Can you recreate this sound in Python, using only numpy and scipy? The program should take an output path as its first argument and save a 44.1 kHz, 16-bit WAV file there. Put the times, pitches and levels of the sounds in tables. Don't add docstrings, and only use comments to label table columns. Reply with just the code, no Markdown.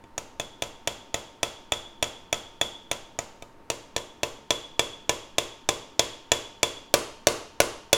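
import sys
import numpy as np
from scipy import signal
from scipy.fft import rfft, irfft
from scipy.io import wavfile

SR = 44100
rng = np.random.default_rng(int(sys.argv[2]) if len(sys.argv) > 2 else 0)


def to_wav(s):
    ch = np.atleast_2d(s).T
    pcm = np.round(np.clip(ch, -1, 1) * 32767)
    wavfile.write(sys.argv[1], SR, pcm.astype(np.int16))


N = 351463
BLOW_SAMPLES, ATTACK_SAMPLES = 11025, 441


def undb(db):
    return 10 ** (np.asarray(db) / 20)


def fade(t, t60_s):
    return np.exp(-np.log(1000) * t / t60_s)


def level(x, db, size=ATTACK_SAMPLES):
    return x * undb(db) / np.sqrt(np.mean(x[:size] ** 2))


def along(hz, points, axis=1):
    points = np.array(points)
    return np.interp(np.log(hz + 1), np.log(points[:, 0]), points[:, axis])


def noise(points, size, axis=1):
    gain = undb(along(np.fft.rfftfreq(size, 1 / SR), points, axis))
    return irfft(rfft(rng.standard_normal(size)) * gain, size)


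def pulse(points, axis=1, size=BLOW_SAMPLES):
    gain = undb(along(np.fft.rfftfreq(size, 1 / SR), points, axis))
    cepstrum = irfft(np.log(gain), size)
    cepstrum[1:size // 2] *= 2
    cepstrum[size // 2:] = 0
    return irfft(np.exp(rfft(cepstrum)), size)


def ring(modes, seat, t, detune, scatter_db):
    modes = np.array(modes)
    chance = rng.standard_normal((len(modes), 2))
    hz = modes[:, 0] * (1 + detune * chance[:, 0])
    t60_s = modes[:, 1]
    size = undb(modes[:, 2 + seat] + scatter_db * chance[:, 1]) / np.sqrt(t60_s)
    return size[:, None] * np.sin(2 * np.pi * hz[:, None] * t) * fade(t, t60_s[:, None])


def add(track, s, sound):
    i = int(s * SR)
    track[i:i + len(sound)] += sound[:N - i]


def later(x, s):
    return np.pad(x, (int(s * SR), 0))[:len(x)]


# [t/s, level/dB; re blow: shaft ring/dB (high: loose grip), brightness/dB (high: mallet lands square),
# rebound/dB]
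BLOWS = [(0.0394, -53, -7, -11, -26), (0.1793, -32.5, -23, 3.5, -24), (.3981, -30, 4.5, -2, -15),
         (.6219, -28.5, -1, -0.5, -11), (.8744, -27, 2.5, 1, -24), (1.143, -26.5, -0.5, 0, -24),
         (1.4306, -25, 2, 0.5, -22), (1.721, -25.5, 7.5, -1.5, -11), (2.0263, -25, 4, 0.5, -8),
         (2.3277, -25.5, 4.5, -0.5, -10), (2.613, -25, 9, -0.5, -18), (2.914, -27.5, 0.5, 0.5, -9.5),
         (3.189, -29, -24, 1, -18), (3.4234, -41.5, -23, -5.5, -28), (3.7013, -27, -7.5, 2, -14),
         (3.964, -27, 0, -1, -9), (4.2324, -24, -5, -2.5, -24), (4.506, -23, 7, 0, -14),
         (4.794, -23, 6, 2, -18.5), (5.094, -22, -1, 0.5, -24), (5.3832, -22.5, 1, 1.5, -24),
         (5.6895, -21.5, -1.5, 0.5, -18), (5.9942, -21, 1.5, 3.5, -24), (6.318, -20.5, 3, 3, -16),
         (6.6308, -21.5, 3.5, 1.5, -24), (6.94, -15.5, -31, 1, -24), (7.2701, -15, -26, 0, -13),
         (7.6026, -15.5, -34, 1, -14), (7.9299, -16, 0, 1.5, -17)]
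# [from t/s; re blow: clank/dB, tick/dB, snap/dB; shaft t60/s before grip scaling]
PICK_SEATS = [(0, -3, 0.66, -29, 0.016), (3.55, -3, 0.5, -22, 0.033), (6.8, -5, -0.91, -8.5, .07)]
RING_DOUBLING_DB = 10.5
SNAP_DB_PER_BRIGHTNESS_DB = 1.2
CLANK_DB_PER_RING_DB = 0.1
REBOUND_S = .0157


def mallet(ring_db=-5.0, padding_db_per_db=0.6, travel_s=0.00038):
    direct, spread, t = np.zeros(N), np.zeros(N), np.arange(BLOW_SAMPLES) / SR
    for s, strength_db, loose_db, bright_db, bounce_db in BLOWS:
        seat = sum(s > row[0] for row in PICK_SEATS[1:])
        _, seat_clank_db, seat_tick_db, seat_snap_db, seat_t60_s = PICK_SEATS[seat]
        clank_db = strength_db + seat_clank_db + CLANK_DB_PER_RING_DB * loose_db
        tick_db = strength_db + seat_tick_db + bright_db
        snap_db = strength_db + seat_snap_db + SNAP_DB_PER_BRIGHTNESS_DB * bright_db

        clank = level(steel(seat, t), clank_db)
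        shaft_t60_s = seat_t60_s * 2 ** (loose_db / RING_DOUBLING_DB)
        note = level(shaft(t, shaft_t60_s), strength_db + loose_db + ring_db)
        add(direct, s, clank + note)
        add(direct, s, level(mirrored(contact(seat, t), db=-2.5), tick_db))
        add(direct, s, level(mirrored(snap(t), db=-13), snap_db))
        add(direct, s + REBOUND_S, level(rebound(seat, t), strength_db + bounce_db))

        bump = undb(padding_db_per_db * strength_db) * table(t)
        add(direct, s + travel_s, level(bone(seat, t), strength_db) + bump)

        add(spread, s, spread_thud(seat, strength_db) + note)
        add(spread, s, spread_clack((clank_db + tick_db) / 2) + spread_snap(snap_db))
    return direct, spread


# [f/Hz, t60/s, relative level/dB: first hole, second hole, driven deep]
STEEL_MODES = [(1450, 0.087, -36.5, -64, 8.5), (1768, 0.083, -42, -6.5, -21), (1915, 0.048, -6, -9, -3),
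               (2300, 0.019, -7, 3, -7), (2598, 0.051, -4, 0.5, 9), (2785, 0.077, -35.5, -1, -2),
               (3084, 0.06, -11, -44, -14), (3617, 0.038, -5, 3, 13.5), (4100, 0.0035, -43, 1.5, 9),
               (4160, 0.012, -33, -6, 12.5), (4840, 0.042, -19, -22, -6), (5480, 0.06, -64, -12.5, -3)]


def steel(seat, t):
    signs = (-1) ** np.arange(len(STEEL_MODES))
    return signs @ ring(STEEL_MODES, seat, t, detune=0.0069, scatter_db=3.5)


# [f/Hz, relative level/dB]
SHAFT_SPLIT = [(3400, 0), (3450, -4)]
# [f/Hz, level re main note/dB]
SHAFT_OVERTONES = [(7190, -13), (9300, -22.5)]


def shaft(t, t60_s, rise_s=0.0033, detune=.004):
    modes = 0
    for hz, db in SHAFT_SPLIT + SHAFT_OVERTONES:
        mode_hz = hz * (1 + detune * rng.standard_normal())
        modes = modes + undb(db) * np.sin(2 * np.pi * mode_hz * t)
    return modes * (1 - np.exp(-t / rise_s)) * fade(t, t60_s)


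# [f/Hz, relative level/dB: first hole, second hole, driven deep]
TICK_COLOUR = [(400, -14, -14, -14), (1500, -7, -6, -3), (3000, -5, -5, -2), (5100, -13, -7, -5),
               (5800, -4, -1, -3), (6500, -2, -1, 2), (6950, 2, 0, -4), (7450, -10, -2, -5),
               (8500, -15, -13, -10), (9300, -8, -17, -9), (10000, -16, -17, -13), (10900, -17, -13, -9),
               (12500, -22, -24, -17), (16000, -23, -27, -20)]


def contact(seat, t, chatter_t60_s=0.022):
    chatter = noise(TICK_COLOUR, len(t), axis=1 + seat) * fade(t, chatter_t60_s)
    return level(pulse(TICK_COLOUR, axis=1 + seat), 0) + level(chatter, 0)


def rebound(seat, t, top_hz=7800):
    return signal.sosfilt(signal.butter(4, top_hz, fs=SR, output="sos"), contact(seat, t))


# [f/Hz, relative level/dB]
SNAP_COLOUR = [(1000, -18), (5000, 5), (8000, 11.5), (9300, 3), (11000, 5), (13000, -20), (16000, 11)]


def snap(t, grit_db=-3, grit_t60_s=0.0167):
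    grit = noise(SNAP_COLOUR, len(t)) * fade(t, grit_t60_s)
    return level(pulse(SNAP_COLOUR), 0) + level(grit, grit_db)


def spread_snap(db, spray_db=3):
    return level(pulse(SNAP_COLOUR), db + spray_db)


# [f/Hz, t60/s, relative level/dB: first hole, second hole, driven deep]
BONE_MODES = [(310, 0.054, -12.5, -9, -23), (461, 0.028, -8, 4.5, -5), (580, 0.06, -2.5, 4, 4.5),
              (693, 0.018, 2.5, 4.5, 1.5), (870, 0.079, -14, -2.5, -33), (984, 0.068, -9, 2, -8),
              (1120, 0.079, -41, -58, -5.5), (1304, 0.17, -12, -15, -22)]


def bone(seat, t, lowest_hz=290):
    knock = -ring(BONE_MODES, seat, t, detune=.03, scatter_db=1.5).sum(axis=0)
    return signal.sosfilt(signal.butter(2, lowest_hz, "high", fs=SR, output="sos"), knock)


# [f/Hz, relative level/dB: first hole, second hole, driven deep]
THUD_COLOUR = [(121, -22.5, -34, -35), (218, -11, -20, -17), (297, -9, -8.5, -7.5), (452, -1.5, -1, 0.5),
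               (617, 3.5, 1.5, 1.5), (810, -3.5, -11.5, -10.5), (1112, -6.5, -4, -4),
               (1350, -12, -21, -10.5), (3000, -30, -25, -38), (8000, -39, -44, -55)]


def spread_thud(seat, db):
    return level(pulse(THUD_COLOUR, axis=1 + seat), db)


# [f/Hz, relative level/dB]
CLACK_COLOUR = [(500, -60), (1400, -4), (2100, 6.5), (2700, 2.5), (4200, -3.5), (5800, 1), (7100, 6),
                (8200, -8), (11000, -14.5), (16000, -15)]


def spread_clack(db, clack_db=4.5):
    return level(pulse(CLACK_COLOUR), db + clack_db)


# [f/Hz, t60/s, relative level/dB]
SWAY_MODES = [(36.9, 0.56, -37), (75.6, 0.39, -35), (119.8, 0.05, -12.5)]


def table(t, rise_s=0.0019, detune=0.023):
    sway = 0
    for hz, t60_s, db in SWAY_MODES:
        mode_hz = hz * (1 + detune * rng.standard_normal())
        sway = sway + undb(db) * np.sin(2 * np.pi * mode_hz * t) * fade(t, t60_s)
    return sway * (1 - np.exp(-t / rise_s))


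def mirrored(x, db, mean_lag_s=.00178, wander=.025):
    return x + undb(db) * later(x, mean_lag_s * (1 + wander * rng.standard_normal()))


def nearby(x, db=-11, t60_s=0.015, first_s=0.0027):
    t = np.arange(SR // 4) / SR
    echoes = rng.standard_normal(len(t)) ** 3 * fade(t, t60_s) * (t > first_s)
    return signal.fftconvolve(x, undb(db) * echoes / np.linalg.norm(echoes))[:N]


# [f/Hz, relative level/dB, t60/s]
ROOM_BANDS = [(40, 4.5, 0.17), (120, 4, 0.62), (248, 1, 0.4), (510, -6, 0.46), (1040, -7, 0.53),
              (2200, -16, 0.6), (3150, -7, 0.64), (6700, -16, 0.52), (10300, -10, 0.41), (16000, -19, 0.23)]


def room(x, build_s=0.00055):
    t = np.arange(SR) / SR
    hz = np.fft.rfftfreq(SR, 1 / SR)
    white = rfft(rng.standard_normal(SR))
    centres_hz, tail = np.array(ROOM_BANDS)[:, 0], 0
    for share, (_, db, t60_s) in zip(np.eye(len(ROOM_BANDS)), ROOM_BANDS):
        band = irfft(white * along(hz, np.column_stack([centres_hz, share])), SR)
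        decay = fade(t, t60_s) * (1 - np.exp(-t / build_s))
        tail = tail + undb(db) * band * decay / np.linalg.norm(decay)
    return signal.fftconvolve(x, tail)[:N]


# [f/Hz, relative spectral density level/dB]
AIR_COLOUR = [(20, 16.5), (32, -25), (55, 2.5), (95, 0.5), (150, -2), (280, 5), (600, -2.5), (1100, -4.5),
              (1600, -10), (3000, -18), (6000, -27), (10000, -31), (16000, -36.5)]


def fan(air_db=-52, blade_hz=911, blade_db=-61, whirr_width_hz=120, whirr_db=-68.5):
    hz = np.fft.rfftfreq(N, 1 / SR)
    resonance = 1 / (1 + (2 * (hz - blade_hz) / whirr_width_hz) ** 2)
    whirr = irfft(rfft(rng.standard_normal(N)) * resonance, N)
    blades = np.sin(2 * np.pi * blade_hz * np.arange(N) / SR)
    air = level(noise(AIR_COLOUR, N), air_db, size=N)
    return air + level(whirr, whirr_db, size=N) + level(blades, blade_db, size=N)


def scene(direct_share_db=-11, walls_s=0.0065):
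    direct, spread = mallet()
    walls = later(room(spread + undb(direct_share_db) * direct), walls_s)
    return (direct + nearby(direct) + walls + fan())[None]


def record(dry, ceiling=.92, top_hz=16300):
    low_pass = signal.ellip(10, .2, 90, top_hz, fs=SR, output="sos")
    return signal.sosfilt(low_pass, np.clip(dry, -ceiling, ceiling))


dry = scene()
out = record(dry)
to_wav(out)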